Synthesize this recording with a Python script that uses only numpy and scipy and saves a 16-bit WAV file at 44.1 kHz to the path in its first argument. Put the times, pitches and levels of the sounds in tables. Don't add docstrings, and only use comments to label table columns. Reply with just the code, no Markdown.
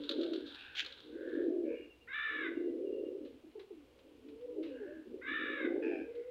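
import sys
import numpy as np
from scipy import signal
from scipy.fft import rfft, irfft, next_fast_len
from scipy.io import wavfile
from scipy.ndimage import uniform_filter1d, map_coordinates

SR = 44100
rng = np.random.default_rng(int(sys.argv[2]) if len(sys.argv) > 2 else 0)


def materialize(psi):
    bounded = np.clip(np.atleast_2d(psi).T, -1, 1)
    quanta = np.round(bounded * 32767).astype(np.int16)
    wavfile.write(sys.argv[1], SR, quanta)


N = 277830
T = np.arange(N) / SR


def from_db(db):
    return 10 ** (np.asarray(db) / 20)


def rms_one(x):
    return x / np.sqrt(np.mean(x ** 2) + 1e-20)


def even(x, size=1500):
    return x / np.sqrt(np.abs(uniform_filter1d(x * x, size=size)) + 1e-6)


def curve(rows, axis=1, t=T):
    rows = np.array(rows)
    return np.interp(t, rows[:, 0], rows[:, axis])


def drift(rate):
    knots = rng.standard_normal(8192)
    return rms_one(map_coordinates(knots, [T * rate], order=2, mode="wrap"))


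def turn(hz):
    return 2 * np.pi * np.cumsum(hz) / SR


def band(x, low_hz, high_hz, order=2):
    sos = signal.butter(order, [low_hz, high_hz], "band", fs=SR, output="sos")
    return signal.sosfilt(sos, x + 1e-18)


def gain_at(points, hz):
    points = np.array(points)
    return from_db(np.interp(np.log(hz + 1), np.log(points[:, 0]), points[:, 1]))


def coloured(x, colour):
    size = next_fast_len(N)
    hz = np.arange(size // 2 + 1) * SR / size
    return irfft(rfft(x, size) * gain_at(colour, hz), size)[:N]


def noise(colour):
    return rms_one(coloured(rng.standard_normal(N), colour))


def blip(at, width):
    return np.exp(-.5 * np.minimum(((T - at) / width) ** 2, 100))


def bursts(rows):
    out = np.zeros(N)
    for at, level_db, decay in rows:
        on = (T >= at) & (T < at + 10 * decay)
        age = T[on] - at
        rise = np.sin(np.pi / 2 * np.minimum(age / .0007, 1)) ** 2
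        out[on] += from_db(level_db) * rise * np.exp(-age / decay)
    return out


def swell(start, loudest, let_go, power, sag_db_per_s, release_db_per_s):
    rise = np.clip((T - start) / (loudest - start), 0, 1) ** power
    sag_db = sag_db_per_s * np.maximum(T - loudest, 0)
    release_db = release_db_per_s * np.maximum(T - let_go, 0)
    return rise * from_db(-sag_db - release_db)


def outdoor_air():
    # frequency in Hz, relative level in dB.
    air_colour = [(20, -17), (48, -16), (65, -1.5), (85, -10.5), (130, -12), (165, -23), (260, -9.5),
                  (450, -9.5), (600, -17.5), (950, -22), (1800, -27), (2800, -21.5), (5900, -37),
                  (15500, -43)]
    return from_db(-67) * noise(air_colour)


def coo_effort(start, loudest, let_go):
    return swell(start, loudest, let_go, power=1.35, sag_db_per_s=22, release_db_per_s=127)


def pigeon(pitch, rough, throb_hz, bend, jitter, overtone_db):
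    flutter = turn(throb_hz * np.exp(.27 * drift(60)))
    phase = turn(pitch * (1 + rough * (bend * np.sin(flutter) + jitter * drift(170))))
    gaps = ((1 - np.cos(flutter)) / 2) ** 2
    pulses = (1 - 1.14 * rough * gaps) * from_db(3.9 * rough * drift(80))
    return even(pulses * (np.sin(phase) + from_db(overtone_db) * np.sin(2 * phase)))


def back_pigeons():
    # start, loudest and let-go times in seconds, level in dB.
    back_rows = [(-.1, 0.0, 0.034, -51.5), (0.08, 0.153, 0.37, -46.5), (.79, 0.866, .92, -61),
                 (0.956, 1.412, 1.5, -43.5), (1.551, 1.713, 1.73, -47), (1.972, 2.07, 1.84, -71.5),
                 (2.237, 2.379, 3.1, -52), (2.445, 2.86, 3.28, -45.5), (3.83, 3.88, 4.03, -67.5),
                 (4.03, 4.09, 4.37, -64.5), (4.4, 4.573, 4.87, -49.5), (4.981, 5.134, 5.3, -57.5),
                 (5.243, 5.761, 6.1, -45)]
    power = sum((from_db(level_db) * coo_effort(*times)) ** 2 for *times, level_db in back_rows)
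    level = np.sqrt(power)
    pitch = 462.4 + 24.9 * level / level.max()
    voices = np.zeros(N)
    for bird in range(2):
        own_pitch = pitch * np.exp(.07 * drift(12))
        voices += pigeon(own_pitch, .75, throb_hz=59.04, bend=0.063, jitter=0.0612, overtone_db=-26)
    return from_db(1.7 * drift(25)) * level * even(band(voices, 369, 598, order=3))


def gliding_tones():
    # start and length in seconds, first and last pitch in Hz, level in dB,
    # roughness 0-1, share of the tone spent swelling (held within .02-.98).
    glide_rows = [(-.05, 0.14, 302, 286.4, -43, 0.18, .4), (.088, 0.1, 579, 505, -47, 0.1, .2),
                  (.1, .14, 479, 388.6, -45, 0.36, 0.33), (0.217, 0.17, 650, 595.5, -52.5, 0.4, .4),
                  (1.451, 0.21, 655, 605.6, -55, 0.4, 0.49), (1.641, 0.065, 601, 530, -44.5, 0.01, .6),
                  (1.7, 0.076, 467, 501, -41, 0.19, 0.21), (2.0, .14, 468, 496, -68.5, .2, .6),
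                  (3.431, 0.085, 336.5, 294, -53, 0.54, 0.086), (3.55, .11, 410, 390, -47, 0.47, 0.078),
                  (3.703, 0.061, 408, 275, -47.5, 0.4, 0.092), (3.76, 0.094, 318, 267, -55, 0.3, 0.15),
                  (4.221, 0.24, 433.4, 456.4, -53.5, .25, 0.67), (4.39, 0.072, 478.6, 496, -43.5, 0, 0.93),
                  (4.47, 0.087, 494, 482, -44, .15, 0.21), (4.558, 0.065, 424.7, 372, -40.5, 0.19, 0.18),
                  (4.568, 0.28, 321.8, 239.5, -47, 0.1, 0.097), (4.569, 0.06, 615, 598, -55.5, 0, .45),
                  (4.66, 0.12, 575, 472, -45, 0.18, 0.94), (4.786, 0.1012, 458, 329, -43.5, 0.35, 0.47),
                  (4.851, .11, 564, 617, -50.5, .14, 0.34), (5.062, .13, 233, 254, -54, 0.44, 0.19),
                  (5.616, .22, 690, 765, -60, .6, 0.56), (5.89, .15, 790, 745, -58.5, .12, 0.29),
                  (5.802, .2, 469, 371, -42, .25, .2), (5.879, 0.16, 658, 633, -52, 0.15, .45),
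                  (5.99, 0.17, 451.7, 488.6, -46.5, 0.15, 0.57), (6.13, 0.11, 473, 477, -41, 0.03, 0.55),
                  (6.235, 0.11, 493, 514, -45.5, 0, 0.37)]
    out, tremor = np.zeros(N), drift(140)
    flutter = np.sin(turn(62 * np.exp(0.47 * drift(60))))
    for start, length, first_hz, last_hz, level_db, rough, swelling in glide_rows:
        on = (T > start) & (T < start + length)
        age = (T[on] - start) / length
        glide = first_hz + (last_hz - first_hz) * age
        phase = turn(glide * (1 + 0.12 * rough * tremor[on]))
        shape = np.interp(age, [0, np.clip(swelling, .02, .98), 1], [0, 1, 0]) ** 0.74
        shape *= 1 + rough * flutter[on]
        tone = np.sin(phase) + rough * from_db(-17) * np.sin(2 * phase)
        out[on] += np.sqrt(2) * from_db(level_db) * shape * tone
    return out


def wings():
    # time in seconds, envelope peak in dB, decay in seconds.
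    clap_rows = [(.036, -51.5, 0.021), (.092, -31, 0.0066), (0.111, -38.5, 0.011), (0.212, -43.5, 0.0085),
                 (0.232, -44.5, 0.011), (.334, -41.5, 0.0089), (0.359, -47.5, 0.0068), (.462, -53, 0.039),
                 (0.546, -49, 0.003), (.751, -45.5, 0.016), (0.8477, -38.5, 0.0037), (0.862, -39, 0.0057),
                 (0.9246, -42, 0.0032), (0.9411, -54.5, 0.0033), (1.004, -47.5, 0.0026)]
    # start, loudest and let-go times in seconds, level in dB.
    rustle_rows = [(-.2, .1, 0.4, -58.5), (0.432, .56, 0.62, -57), (.76, .87, 1.04, -62),
                   (1.148, 1.35, 1.42, -71)]
    # start, loudest and let-go times in seconds.
    sweep_times = (0.746, 0.795, 0.807)
    # frequency in Hz, relative level in dB.
    clap_colour = [(500, -37), (900, -24), (1350, -1.5), (2100, -14), (2800, -5), (3600, 6.5), (4250, 3),
                   (5100, -17), (7000, -26.5), (9000, -40), (15000, -37)]
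    rustle_colour = [(590, -28), (1000, -8), (1090, -15.5), (1530, 1), (1750, -12.5), (2470, -12.5),
                     (2770, -5), (3710, 3), (4240, -6), (5860, -31.5), (12000, -40.5), (15600, -84),
                     (22000, -120)]
    sweep_colour = [(410, -64), (700, -24.5), (1250, -30.5), (1530, -2), (1980, -7.5), (2520, -1.5),
                    (3390, 1), (5170, -19), (5960, -19), (7130, -24.5), (8110, -42), (15000, -43.5)]
    barbs = from_db(2.5 * drift(500))
    flight = sum(from_db(level_db) * swell(*times, power=0.88, sag_db_per_s=3, release_db_per_s=109)
                 for *times, level_db in rustle_rows)
    rustle = from_db(1.2 * drift(54.1)) * flight * noise(rustle_colour)
    push = swell(*sweep_times, power=1.1, sag_db_per_s=30, release_db_per_s=604)
    sweep = from_db(-38) * push * noise(sweep_colour)
    return bursts(clap_rows) * noise(clap_colour) + barbs * (rustle + sweep)


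def near_pigeons():
    # start, loudest and let-go times in seconds, level in dB,
    # pitch at full effort in Hz, roughness 0-1 before effort clears it.
    coo_rows = [(0.071, 0.21, 0.37, -35, 338.7, 0.76), (0.999, 1.5, 1.66, -34, 355.7, 0.76),
                (2.278, 2.653, 2.68, -35, 353.5, 0.68), (2.691, 2.831, 3.17, -38, 382, 0.92),
                (3.144, 3.252, 3.25, -47, 300, 0.92), (3.98, 4.102, 4.15, -61, 310, .85),
                (4.177, 4.308, 4.29, -50, 298, 0.9), (4.419, 4.628, 4.66, -43.5, 330, 0.37),
                (4.76, 4.93, 5.05, -49, 321, 0.74), (5.151, 5.507, 5.54, -42.5, 317.2, 0.95),
                (5.542, 5.678, 5.79, -34, 350.7, 0.86), (5.79, 5.87, 5.92, -35, 345, 0.87)]
    # time in seconds, level in dB, pitch in Hz.
    grunt_rows = [(0.111, -43, 355.2), (.84, -59.5, 300), (1.147, -46, 339.8), (1.808, -47, 328),
                  (1.867, -54, 322.6), (2.458, -43.5, 338.3), (3.15, -42, 387), (5.059, -54.5, 402),
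                  (5.145, -44.5, 359), (5.2, -55, 398.8), (5.305, -46.5, 285), (6.02, -42.5, 324.2),
                  (6.197, -51, 396)]
    catch_times = [.145, .3, 1.19, 1.24, 1.31, 1.782, 2.548, 4.695, 5.04, 5.375, 5.47, 5.565, 5.808]
    pitch_drop, clearing = .13, .2
    notes = [(from_db(level_db) * blip(at, .015), hz, 0.819) for at, level_db, hz in grunt_rows]
    for start, loudest, let_go, level_db, hz, roughness in coo_rows:
        effort = coo_effort(start, loudest, let_go)
        note_hz = hz * (1 - pitch_drop * (1 - effort))
        note_rough = roughness * (1 - clearing * effort ** 4)
        notes.append((from_db(level_db) * effort, note_hz, note_rough))
    power = sum(gain ** 2 for gain, _, _ in notes)
    pitch = sum(gain ** 2 * hz for gain, hz, _ in notes) / power
    rough = np.clip(sum(gain ** 2 * roughness for gain, _, roughness in notes) / power, 0, 1)
    voice = pigeon(pitch, rough, throb_hz=62.95, bend=0.1, jitter=0.097, overtone_db=-23.5)
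    voice = even(band(voice, 236.7, 644, order=6)) * from_db(1.3 * drift(32))
    catch_db = -9 * sum(blip(at, 0.011) for at in catch_times)
    return voice * np.sqrt(power) * from_db(catch_db)


def far_crows():
    # start and length in seconds, first and last pitch in Hz, rasps per second,
    # level in dB, share of the call spent swelling, upper throat resonance in Hz, its dB over the lower one.
    far_rows = [(0.3, 0.65, 790.6, 798, 63, -59.5, 0.74, 3630, -13),
                (0.554, 0.23, 788, 795.7, 97, -56.5, 0.22, 2662, 7),
                (1.111, 0.35, 501, 595, 91, -55, 0.74, 3420, -20),
                (1.634, 0.26, 564.4, 585, 78, -60, 0.32, 2400, 6.5),
                (4.623, 0.19, 614, 580, 75, -66, 0.045, 2697, 12),
                (4.696, 0.35, 522, 570, 66, -61, 0.49, 2720, -17.5),
                (5.819, 0.245, 870, 793.7, 92, -48.5, 0.05, 2463, 3),
                (6.06, 0.28, 734, 653.6, 72, -70.5, 0.54, 2080, 5.5)]
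    throat_hz, width_hz = 1618, 322
    overtone_db = -30
    out, jitter, hiss = np.zeros(N), drift(600), rng.standard_normal(N)
    for start, length, first_hz, last_hz, rasp_hz, level_db, swelling, upper_hz, upper_db in far_rows:
        on = (T >= start) & (T < start + length)
        age = (T[on] - start) / length
        flutter = 2 * np.pi * rasp_hz * T[on]
        glide = first_hz + (last_hz - first_hz) * age
        phase = turn(glide * (1 + 0.061 * np.sin(flutter) + 0.025 * jitter[on]))
        source = sum(np.sin(k * phase) for k in range(2, 8)) + 3 * hiss[on]
        source = source * (1 + 0.6 * np.cos(flutter))
        lower, upper, top = (rms_one(band(source, hz - width_hz / 2, hz + width_hz / 2))
                             for hz in (throat_hz, upper_hz, 2 * upper_hz))
        cry = rms_one(lower + from_db(upper_db) * (upper + from_db(overtone_db) * top))
        cry = cry + from_db(-11.5) * np.sin(phase)
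        rise, fall = age / swelling, (1 - age) / max(1 - swelling, .05)
        shape = np.maximum(np.minimum(rise, fall), 0) ** 0.68
        out[on] += from_db(level_db) * shape * cry
    return out


def small_bird():
    # time in seconds, level in dB before a common lift of 1.5 dB.
    pip_rows = [(1.779, -60.5), (1.839, -60), (1.918, -60.5), (2.025, -65), (2.57, -65), (2.655, -71),
                (2.877, -66), (2.945, -63), (2.999, -66), (3.066, -66)]
    pip_hz, pip_s = 2790, 0.013
    out, waver = np.zeros(N), drift(230)
    for at, level_db in pip_rows:
        on = np.abs(T - at) < 3 * pip_s
        age = (T[on] - at) / pip_s
        whistle = np.sin(turn(pip_hz * (1 - .01 * age + 0.01 * waver[on])))
        out[on] += from_db(level_db + 1.5) * np.exp(-.5 * age ** 2) * whistle
    return out


def caw(start, length, level_db, hoarseness):
    # seconds since the start,
    # pitch in Hz before droop and wander, level in dB relative to the caw, rasp 0-1 before added hoarseness.
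    opening = [(0, 435, -19, .4), (.016, 515.3, -11.5, 0.2), (.031, 552, -12, .3), (.048, 508, -7, .5),
               (.072, 574.4, 0, .72), (.13, 590, 1, .88)]
    age = T - start
    droop = 0.16 * np.clip(age / length, 0, 1) ** 4.6
    pitch = curve(opening, t=age) * (1 - droop + .008 * drift(20))
    rasp = np.clip(curve(opening, axis=3, t=age) + hoarseness, 0, 1)
    kick_s = 0.0067
    kick_db = 3 * blip(start + length - kick_s, kick_s)
    held = swell(start, start + 0.0074, start + length, power=1, sag_db_per_s=15.5, release_db_per_s=900)
    return pitch, rasp, from_db(level_db + curve(opening, axis=2, t=age) + kick_db) * held


def near_crow():
    # start and length in seconds, level in dB, rasp added 0-1.
    caw_rows = [(2.072, .402, -38, 0), (5.211, .452, -39, 0.3)]
    # multiple of the pitch, level in dB before the focus scales it.
    clear_voice = [(2, -10.5), (3, -2.5), (4, -6), (5, -11), (6, -16), (7, -18.5), (9, -22.5), (10, -16)]
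    # frequency in Hz, gain in dB.
    throat = [(600, -40), (900, -18), (1200, -7.5), (1500, 1.5), (1780, 4.5), (2100, 4.5), (2400, -4),
              (2800, -6.5), (3300, -6.5), (3780, 5), (4150, -29), (4700, -29.5), (6300, -41.5),
              (8000, -48.5)]
    rasp_hz = 66
    source, effort = np.zeros(N), np.zeros(N)
    flutter = turn(rasp_hz * (1 + .05 * drift(70)))
    jitter, hiss = drift(700), rng.standard_normal(N)
    for row in caw_rows:
        pitch, rasp, gain = caw(*row)
        effort += gain
        on = gain > 1e-6
        pitch, rasp, cycle = pitch[on], rasp[on], flutter[on]
        broken = rasp * (.5 + .5 * np.cos(cycle)) ** 3
        phase = turn(pitch * (1 + 0.01 * jitter[on] + .015 * rasp * np.sin(cycle)))
        focus = 0.46 + 0.35 * rasp
        clear = sum(from_db(db * focus) * np.sin(round(k) * phase) for k, db in clear_voice)
        clear = clear * (1 - broken) * (1 - 0.14 * rasp * np.sin(cycle))
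        low_phase = (np.mod(cycle + np.pi, 2 * np.pi) - np.pi) * pitch * 2.208 / rasp_hz
        low = np.sin(low_phase) + from_db(-5.5) * np.sin(2 * low_phase) + from_db(-19.5) * np.sin(3 * low_phase)
        breath = from_db(-2.5) * (0.41 + broken) * hiss[on]
        source[on] = clear + from_db(0.5) * broken * low + breath
    gape = np.clip(effort / from_db(-42.5), 0, 1)
    cry = coloured(source, throat)
    muffled = coloured(cry, [(2450, 6.0), (2900, -18.5)])
    return even(gape * cry + (1 - gape) * muffled) * effort


def floor_scuffs():
    # time in seconds, envelope peak in dB, decay in seconds.
    scuff_rows = [(3.25, -65.5, 0.043), (3.515, -62.5, 0.0025), (3.594, -57.5, 0.02), (3.989, -64.5, .012),
                  (4.285, -64, 0.016), (4.411, -68.5, 0.016), (4.63, -58, 0.048), (6.152, -65, 0.018)]
    # frequency in Hz, relative level in dB.
    scuff_colour = [(400, -3), (1200, -3.5), (2300, 1.5), (4000, 1.5), (5500, -17.5), (8000, -31)]
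    return bursts(scuff_rows) * noise(scuff_colour)


def yard(x, wet_db):
    age = T[:SR]
    fade = from_db(-60 * age / 0.5)
    echoes = rng.standard_normal(SR) * (rng.random(SR) < .03) * (age > .008) * fade
    echoes = band(echoes / np.sqrt(np.sum(echoes ** 2)), 150, 4700, order=1)
    return x + from_db(wet_db) * signal.fftconvolve(x, echoes)[:N]


def scene():
    tonal = back_pigeons() + gliding_tones() + near_pigeons()
    flock = yard(band(tonal, 192, 1100, order=4), wet_db=-10.5)
    contacts = yard(wings() + floor_scuffs(), wet_db=-8.0)
    neighbours = yard(far_crows() + small_bird(), wet_db=-5) + yard(near_crow(), wet_db=-4.5)
    return (outdoor_air() + flock + contacts + neighbours)[None]


def record(dry):
    return signal.sosfilt(signal.ellip(10, .1, 70, 15750, fs=SR, output="sos"), dry)


dry = scene()
out = record(dry)
materialize(out)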